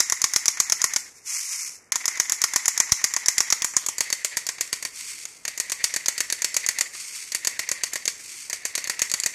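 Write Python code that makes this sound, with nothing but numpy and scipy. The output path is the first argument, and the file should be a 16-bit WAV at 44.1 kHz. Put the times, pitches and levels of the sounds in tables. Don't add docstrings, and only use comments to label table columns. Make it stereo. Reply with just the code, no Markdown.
import sys
import numpy as np
from scipy import signal
from scipy.fft import rfft, irfft, next_fast_len
from scipy.io import wavfile
from scipy.ndimage import uniform_filter1d, minimum_filter1d, map_coordinates

SR = 44100
rng = np.random.default_rng(int(sys.argv[2]) if len(sys.argv) > 2 else 0)


def master(y):
    cut = np.clip(np.atleast_2d(y).T, -1, 1)
    pcm = np.round(cut * 32767)
    wavfile.write(sys.argv[1], SR, pcm.astype(np.int16))


def attenuation_scalar(level_db):
    decades = np.asarray(level_db, float) / 20
    return 10 ** decades


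N = 411978


def along(points, hz, axis=1):
    table = np.array(points)
    return np.interp(np.log(hz + 1), np.log(table[:, 0] + 1), table[:, axis])


def curve(rows, outside=()):
    s, value = np.transpose(rows)
    return np.interp(np.arange(N) / SR, s, value, *outside)


def coloured(x, gain_db):
    size = next_fast_len(x.shape[-1] + 4096, True) // 2 * 2
    gain = attenuation_scalar(gain_db(np.fft.rfftfreq(size, 1 / SR)))
    cepstrum = irfft(np.log(gain + 1e-6), size)
    cepstrum[1:size // 2] *= 2
    cepstrum[size // 2 + 1:] = 0
    return irfft(rfft(x, size) * np.exp(rfft(cepstrum)), size)[..., :x.shape[-1]]


def unit(x):
    return x / np.sqrt(np.mean(x ** 2) + 1e-20)


def pair(source, alike):
    turn = np.arccos(np.clip(alike, -1, 1)) / 2
    shared, apart = np.cos(turn) * source(), np.sin(turn) * source()
    return np.array([shared + apart, shared - apart])


def wobble(rate):
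    knots = rng.standard_normal(int(N * rate / SR) + 4)
    return map_coordinates(knots, [np.arange(N) * rate / SR])


def shaped(x, envelope):
    noise = x * envelope
    return noise * np.linalg.norm(envelope) / np.linalg.norm(noise, axis=1, keepdims=True)


# frequency in [Hz], level in [dB].
YARD = [(18, -25), (30, 5.5), (167, -2), (460, 3), (524, -1.5), (1600, -2.5), (2190, 1), (3500, -23),
        (6360, -20), (12500, -46), (15000, -49)]
# start in [s], level in [dB], pitch in [Hz].
PUFF = (2.92, -10, 113)


def yard():
    air = coloured(pair(lambda: rng.standard_normal(N), 0.87), lambda hz: along(YARD, hz))
    low_pass = signal.butter(2, 300, fs=SR, output="sos")
    breeze = signal.sosfilt(low_pass, rng.standard_normal((2, N)))
    flutter = attenuation_scalar(2 * wobble(1.5) + 3 * np.array([wobble(9), wobble(9)]))
    gusts = attenuation_scalar([[-68], [-72]]) * flutter
    s, db, hz = PUFF
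    late = np.maximum(np.arange(N) / SR - s, 0)
    puff = attenuation_scalar(db - 60 * late / 0.011) * np.sin(2 * np.pi * hz * late) * attenuation_scalar([[4], [-4]])
    return attenuation_scalar(-60.0 + wobble(1.7)) * unit(air) + gusts * unit(breeze) + puff


# slam in [s], slam level in [dB], nozzle click earlier by [ms], click level in [dB].
FIRST = [(.0032, 3, 23.5, -60), (0.1225, -3, 24, -5.5), (0.241, 2.5, 23.9, -4.5), (0.3611, 3, 25, -5),
         (0.4809, 3, 23.8, -4), (.601, 4, 29, -32), (0.7216, 2.5, 23.3, -5.5), (0.8412, 2.5, 24, -4.3),
         (0.9615, -1, 25.6, -8.5)]
SECOND = [(1.957, -4.5, 36, -0.5), (2.0797, -5.3, 23.73, -3.5), (2.1995, 1.5, 26.2, -21),
          (2.3209, -3.5, 24.64, -5), (2.4394, 1, 22.26, -3), (2.5604, 2.5, 24.3, -8),
          (2.6804, 1, 23.8, -4.5), (2.8009, 2, 24.07, -4.5), (2.92, 4.5, 26.4, -34), (3.0415, 3, 26.3, -35),
          (3.164, -7, 26.1, -7), (3.2832, 3, 23.6, -5.5), (3.4047, 0.5, 23.7, 1.5),
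          (3.5245, 3, 21.76, -3.5), (3.6451, -1, 24.45, -1.5), (3.7664, 1.5, 29.1, -34),
          (3.8861, -9.5, 22.96, -5.5), (4.0065, -2, 23.9, -10), (4.1267, -2.5, 24.26, -11),
          (4.247, -1.5, 23.5, -60), (4.3698, -8.5, 23.5, -60), (4.4893, -7, 22.87, -9),
          (4.6093, -5, 26.9, -41), (4.7288, -3.5, 24.4, -45), (4.8507, -15, 25, -12)]
THIRD = [(5.4788, -16.5, 27.1, -13), (5.6, -6.5, 23.53, -13.5), (5.7193, -4, 21.43, -10),
         (5.8411, 2.5, 23.5, -60), (5.9625, -10, 22.9, -6.5), (6.0832, -3.5, 23.9, -5.5),
         (6.2046, -1.5, 25.13, -7), (6.3251, -3, 24.26, -8), (6.445, 0, 25.2, -7),
         (6.5662, -0.5, 23.14, -7.5), (6.688, -2, 24.2, -8.5), (6.8092, -2, 22.84, -5.5)]
FOURTH = [(7.3483, -5.5, 28.9, -11), (7.4717, -2.5, 23.4, -7.5), (7.5925, -4.5, 23.5, -60),
          (7.715, -8, 25.2, -7.5), (7.8355, -4, 23.5, -60), (7.9568, -10, 23.1, -11),
          (8.0782, -1.5, 23.8, -10)]
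FIFTH = [(8.5296, -11, 31.1, -14.5), (8.6526, -10.5, 23.5, -60), (8.778, -10.5, 25.4, -4),
         (8.897, -9, 23.86, -14), (9.0182, -1, 25.15, -8), (9.1391, -3, 23.55, -7),
         (9.261, -3.5, 25.6, -6.5)]
SILENT_DB = -45


def contacts():
    s, slam_db, lead_ms, click_db = np.transpose(FIRST + SECOND + THIRD + FOURTH + FIFTH)
    heard = click_db > SILENT_DB
    slams = np.c_[s, slam_db]
    clicks = np.c_[s - lead_ms / 1000, click_db][heard]
    rows = np.r_[slams, clicks]
    return rows, np.arange(len(rows)) >= len(s)


def after(marks, shape):
    return np.abs(signal.fftconvolve(marks, shape)[:N])


def lull(depth):
    rows, click = contacts()
    starts = np.maximum(rows[~click, 0] - .0165, 0)
    marks = np.bincount(np.round(starts * SR).astype(int), minlength=N)
    return 1 - np.clip(depth * after(marks, np.hanning(800)), 0, 1)


# time in [s], level in [dB].
GEARS = [
    [(0, -41.5), (.97, -42), (1.07, -55)],
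    [(1.92, -39.5), (3.5, -40.5), (4, -43.5), (4.86, -50), (4.95, -62)],
    [(5.45, -45), (6.82, -41), (6.92, -52)],
    [(7.32, -43), (8.09, -45.5), (8.18, -56.5)],
    [(8.5, -44.5), (9.34, -42)],
]
# frequency in [Hz], level in [dB].
WHIRR = [(150, -14), (600, -9), (1100, -11), (1500, -7.5), (1850, 3), (2030, 0.5), (2220, -3), (2700, -5.5),
         (3500, -8.5), (7000, -26), (14000, -16)]
# share of speed [0-1], arch length in [s].
ARCH = (.1, .1)


def gears():
    rows, click = contacts()
    slams = rows[~click, 0]
    t = np.arange(N) / SR
    since = t - slams[np.maximum(np.searchsorted(slams, t) - 1, 0)]
    load = attenuation_scalar(60 * (np.clip(since, 0, .1) - 0.09))
    noise = coloured(pair(lambda: rng.standard_normal(N), 1.0), lambda hz: along(WHIRR, hz))
    speed = 1 + ARCH[0] * (np.sin(np.pi * np.clip(since / ARCH[1], 0, 1)) - .5)
    turned = np.cumsum(speed / speed.mean())
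    noise = np.array([np.interp(turned, np.arange(N), side) for side in noise])
    power = 0
    for held in GEARS:
        run_on = (held[-1][0] + .025, held[-1][1])
        power = power + attenuation_scalar(2 * curve([*held, run_on], (-120, -120)))
    return np.sqrt(power) * attenuation_scalar(5.5) * load * lull(0.67) * unit(noise * attenuation_scalar(4.0 * wobble(70)))


# full at [s], hand stops at [s], level in [dB], first drop in [dB], then fade in [dB/s].
SHAKES = [
    (1.005, 1.005, -39, 5, 106),
    (1.276, 1.679, -27, 9.5, 113),
    (4.946, 5.21, -32.5, 1.5, 56),
    (6.848, 6.855, -41, 7, 300),
    (6.945, 7.228, -30.5, 5, 69),
    (8.117, 8.116, -44, 3, 170),
    (8.2, 8.425, -37, -3, 85),
]
# time in [s], level in [dB].
STROKES = [(1.184, 18), (1.365, 5), (1.55, 5.5), (1.59, -4), (1.75, 7.5), (5.0, 3), (5.1, 2.5),
           (5.43, -0.5), (7.16, 1), (7.281, 6), (8.31, 4.5), (8.4, 4.5)]
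STROKE_S = 0.041
STIR_DB_PER_S, TIRE_DB_PER_S, DROP_S = 650, 2.5, 0.026


def stirring():
    t = np.arange(N) / SR
    strokes = sum(db * np.exp(-((t - s) / STROKE_S) ** 2) for s, db in STROKES)
    power = 0
    for full, stop, db, drop_db, fade in SHAKES:
        hold = np.minimum(STIR_DB_PER_S * (t - full), -TIRE_DB_PER_S * (t - full))
        drop = drop_db * np.clip((t - stop) / DROP_S, 0, 1)
        settling = fade * np.maximum(t - stop, 0)
        power = power + attenuation_scalar(2 * (db + strokes + hold - drop - settling))
    return power


# frequency in [Hz], level in [dB].
PELLET = [(300, -30), (1000, -4), (1800, -1), (2250, 7), (2800, 5), (3500, 2.5), (4600, 0), (5300, 2),
          (6500, -1), (7500, 1.5), (8400, 9.5), (9500, 6.5), (12000, 7), (14600, 4.5)]


def pellets():
    rows, click = contacts()
    slams = rows[~click]
    marks = np.bincount(np.round(slams[:, 0] * SR).astype(int), attenuation_scalar(0.3 * slams[:, 1]), N)
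    t = np.arange(SR // 3) / SR
    settle = (1 - np.exp(-t / 0.0052)) * (attenuation_scalar(2 * (-24.5 - 380 * t)) + attenuation_scalar(2 * (-32.5 - 120 * t)))
    power = after(marks, settle) * lull(0.72) ** 2 + stirring()

    def ticks():
        hits = rng.random(N) < 9000 / SR
        return hits * rng.standard_normal(N) * attenuation_scalar(0.53 * rng.exponential(size=N))

    clumps = attenuation_scalar(1.56 * wobble(180) + wobble(30))
    grains = coloured(pair(ticks, 0.38), lambda hz: along(PELLET, hz))
    return np.sqrt(power) * unit(clumps * grains)


# time in [s], share of the delay [0-1], share of the colour [0-1].
TURN = [
    (3.55, 0.05, 0.01),
    (3.77, 0.29, 0.11),
    (4.0, 1, 0.3),
    (4.15, 1, 0.31),
]
SIDE_ON_DB = 4.5
KNOCK_LAG, SHARP_LAG, CHANCE_DB = 0.89, 0.36, 1.24


def character(kind, s, db, pan_db=0, extra_db=0):
    away = np.clip(np.interp(s, *np.array(TURN)[:, ::2].T), 0, 1)
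    knock_db, side_db, t60, sharp_db = (1 - away) * np.array(kind[0]) + away * np.array(kind[1])
    sharp_db += extra_db + SIDE_ON_DB * np.sin(np.pi * away) ** 2
    luck = CHANCE_DB * rng.standard_normal(3)
    knock_db += luck[0] - KNOCK_LAG * db
    sharp_db += luck[2] - SHARP_LAG * db
    return s, db, knock_db, side_db + pan_db + luck[1], t60, sharp_db


# body knock in [dB], left-right in [dB], t60 in [s], sharpness in [dB].
SLAM = [
    (-19.5, -0.7, .028, -17),
    (-23, 2.4, 0.057, -19.5),
]
CLICK = [
    (-28.5, 0.5, 0.028, -18),
    (-28.5, 7.9, 0.061, -24),
]
RICOCHET = [
    (-43, 0, 0.028, -31),
    (-31, 0, 0.011, -24.5),
]
# time in [s], peak in [dB], left-right in [dB], sharper by [dB].
STRAY = [
    (2.1557, -24, -6, 0),
    (2.7569, -34, -5, 0),
    (5.2536, -14.5, 6, 7),
    (6.641, -35, -4, -17),
    (6.95, -23, 13, -10),
    (8.842, -11, -3, 5),
    (9.0986, -11.5, -7, -0.5),
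    (9.2002, -9, -14, 6),
]
# frequency in [Hz], level in [dB], t60 in [s].
SHELL = [(311, 0, 0.011), (550, -6, 0.025), (1057, -5.5, 0.027), (1827, -12.5, 0.064), (1882, -8.5, 0.046),
         (2345, -10.5, 0.02)]
# level in [dB], rise in [dB/s].
RUN_UP = (-26, 1500)
# size over the chatter in [dB], delay in [s], gain per dB of peak in [dB].
TOUCH = (18, .0004, .4)


def blows():
    out, lead = np.zeros((2, N + 4096)), 440
    t = (np.arange(2600) - lead) / SR
    late = np.maximum(t, 0)
    lows = signal.butter(2, 2800, fs=SR, output="sos")
    highs = signal.butter(2, 7200, "high", fs=SR, output="sos")
    rows, clicks = contacts()
    table = [character(CLICK if click else SLAM, *row) for row, click in zip(rows, clicks)]
    table += [character(RICOCHET, *row) for row in STRAY]
    no_piston = [*clicks, *[True] * len(STRAY)]

    def noise():
        return rng.standard_normal(len(t))

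    for (s, db, knock_db, pan_db, t60, sharp_db), click in zip(table, no_piston):
        chatter = attenuation_scalar(2.35 * map_coordinates(rng.standard_normal(90), [np.arange(len(t)) / 30]))
        crack = 1.49 * attenuation_scalar(-60 * late / 0.0027)
        tail = attenuation_scalar(-2 - 60 * late / np.clip(t60, .008, .08))
        fall = (1 - np.exp(-late / 0.00029)) * (crack + tail)
        run_up = (t < 0) * (not click) * attenuation_scalar(RUN_UP[0] + RUN_UP[1] * t)
        snap = shaped(pair(noise, 0.51) * chatter, fall + run_up)
        snap[:, lead + round(TOUCH[1] * SR)] += attenuation_scalar(TOUCH[0] + TOUCH[2] * db + rng.normal())
        snap -= signal.sosfilt(lows, snap)
        snap += (attenuation_scalar(sharp_db + 22.0) - 1) * signal.sosfilt(highs, snap)
        body = (1 - np.exp(-late / 0.00064)) * attenuation_scalar(-60 * late / 0.035)
        knock = attenuation_scalar(1.5) * pair(noise, 0.95) * (body + run_up)
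        thud = signal.sosfilt(lows, knock)
        thud *= 3.02 / np.linalg.norm(thud, axis=1, keepdims=True)
        ring = 0
        for hz, ring_db, decay in SHELL:
            ring = ring + attenuation_scalar(ring_db + rng.normal() - 60 * late / decay) * np.sin(2 * np.pi * hz * late)
        blow = attenuation_scalar(db - 10.5) * (snap + attenuation_scalar(knock_db + 23.5) * (thud + attenuation_scalar(-11.5) * ring))
        blow *= attenuation_scalar([[pan_db / 2], [-pan_db / 2]])
        start = round(s * SR) - lead
        out[:, max(start, 0):start + len(t)] += blow[:, max(-start, 0):]
    return out[:, :N]


# delay in [s], left in [dB], right in [dB].
ECHOES = [(.0038, -15.5, -9.5), (.0075, -39, -17.5), (0.013, -36, -31), (0.0223, -20.5, -24)]
# level in [dB], t60 in [s].
SCATTER = (-14.5, 0.36)


def reflected(x):
    db, t60 = SCATTER
    t = np.arange(SR // 5) / SR
    smear = rng.standard_normal((2, len(t))) * attenuation_scalar(-60 * t / t60) * (1 - np.exp(-t / 0.021))
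    response = attenuation_scalar(db) * smear / np.linalg.norm(smear[0])
    for delay, left_db, right_db in ECHOES:
        blur = rng.standard_normal(16) / 4
        response[:, round(delay * SR):][:, :16] += attenuation_scalar([[left_db], [right_db]]) * blur
    response[:, 0] = 1
    return signal.fftconvolve(x, response, axes=1)[:, :N]


# frequency in [Hz], left in [dB], right in [dB].
FACING = [(162, -28.5, -32), (372, -23, -27.5), (520, -29, -28.5), (993, -12, -12.5), (1733, -13.5, -16.5),
          (2090, -8, -8.5), (2780, -17, -25), (4370, -13, -10.5), (5610, 0, 2), (6470, 5.5, -0.5),
          (7180, 2, 1.5), (8530, -18, -10), (10570, -19.5, -11.5), (13700, -24.5, -24.5)]
AWAY = [(158, -36.5, -27.5), (568, -13.5, -12), (807, -17.5, -17.5), (1000, -13, -15), (1770, -8.5, -13.5),
        (2980, -9, -15), (3500, -7.5, -10.5), (4150, -13.5, -8), (4500, 1.5, 2), (5200, -4, 3),
        (5420, 4, -17.5), (6970, 1.5, -8.5), (7620, -30, -0.5), (13020, -38, -31)]


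def camera(x):
    s, delay, colour = np.transpose(TURN)
    lag = 9.54 * curve(np.transpose([s, delay]))
    away = np.clip(curve(np.transpose([s, colour])), 0, 1)
    ports = []
    for c, side in enumerate((1, -1)):
        late = map_coordinates(x[c], [np.arange(N) - side * lag])

        def port(table):
            return coloured(late, lambda hz: along(table, hz, axis=1 + c) + 10 - 22 * (hz > 14850))

        facing = attenuation_scalar(0.54 * side) * port(FACING)
        turned = attenuation_scalar(3.5 + 1.9 * side) * port(AWAY)
        ports.append((1 - away) * facing + away * turned)
    return np.array(ports)


def scene():
    return camera(reflected(blows()) + pellets() + gears()) + yard()


BUDGET_DB = 4


def muted(x, margin, size, step, count, attack_db):
    hz, t, z = signal.stft(x, SR, nperseg=size, window="cosine")
    bands = np.add.reduceat(np.abs(z) ** 2, np.arange(0, len(hz), step), axis=1).mean(axis=0, keepdims=True)
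    budget_db = BUDGET_DB * uniform_filter1d(rng.standard_normal(bands.shape), size=2)
    strongest = -minimum_filter1d(-bands.sum(axis=1, keepdims=True), size=count, axis=2)
    margin_db = along(margin, hz[::step] + step * hz[1] / 2)[:, None]
    floor = strongest * attenuation_scalar(2 * margin_db + 2 * budget_db)
    power = uniform_filter1d((x ** 2).mean(axis=0), size=128)
    peak = -minimum_filter1d(-power, size=size)
    crest = peak / (np.abs(uniform_filter1d(power, size=size)) + 1e-12)
    attack = np.interp(t * SR, np.arange(N), crest) > attenuation_scalar(2 * attack_db)
    kept = np.repeat((bands > floor) | attack, step, axis=1)[:, :len(hz)]
    return signal.istft(z * kept, SR, nperseg=size, window="cosine")[1][:, :N]


def top_cut(x):
    return signal.sosfilt(signal.butter(12, 15690, fs=SR, output="sos"), x)


# frequency in [Hz], level in [dB].
MUTE = [(100, -41), (300, -36.5), (800, -34), (1150, -45), (2700, -36), (3200, -26), (4000, -27),
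        (5500, -54), (11000, -40.5), (14000, -36.5)]
MUTE_SHORT = [(300, -46), (1000, -59), (7000, -59), (9500, -52), (12000, -46), (14000, -41)]
ATTACK_DB = 7.5


def record(dry):
    thin = signal.sosfilt(signal.butter(2, 60, "high", fs=SR, output="sos"), dry)
    clipped = thin / (1 + np.abs(thin / .88) ** 8) ** (1 / 8)
    long_muted = muted(clipped, MUTE, 2048, 8, 1, ATTACK_DB)
    mix = muted(long_muted, MUTE_SHORT, 256, 4, 9, np.inf)
    return top_cut(mix)


dry = scene()
out = record(dry)
master(out)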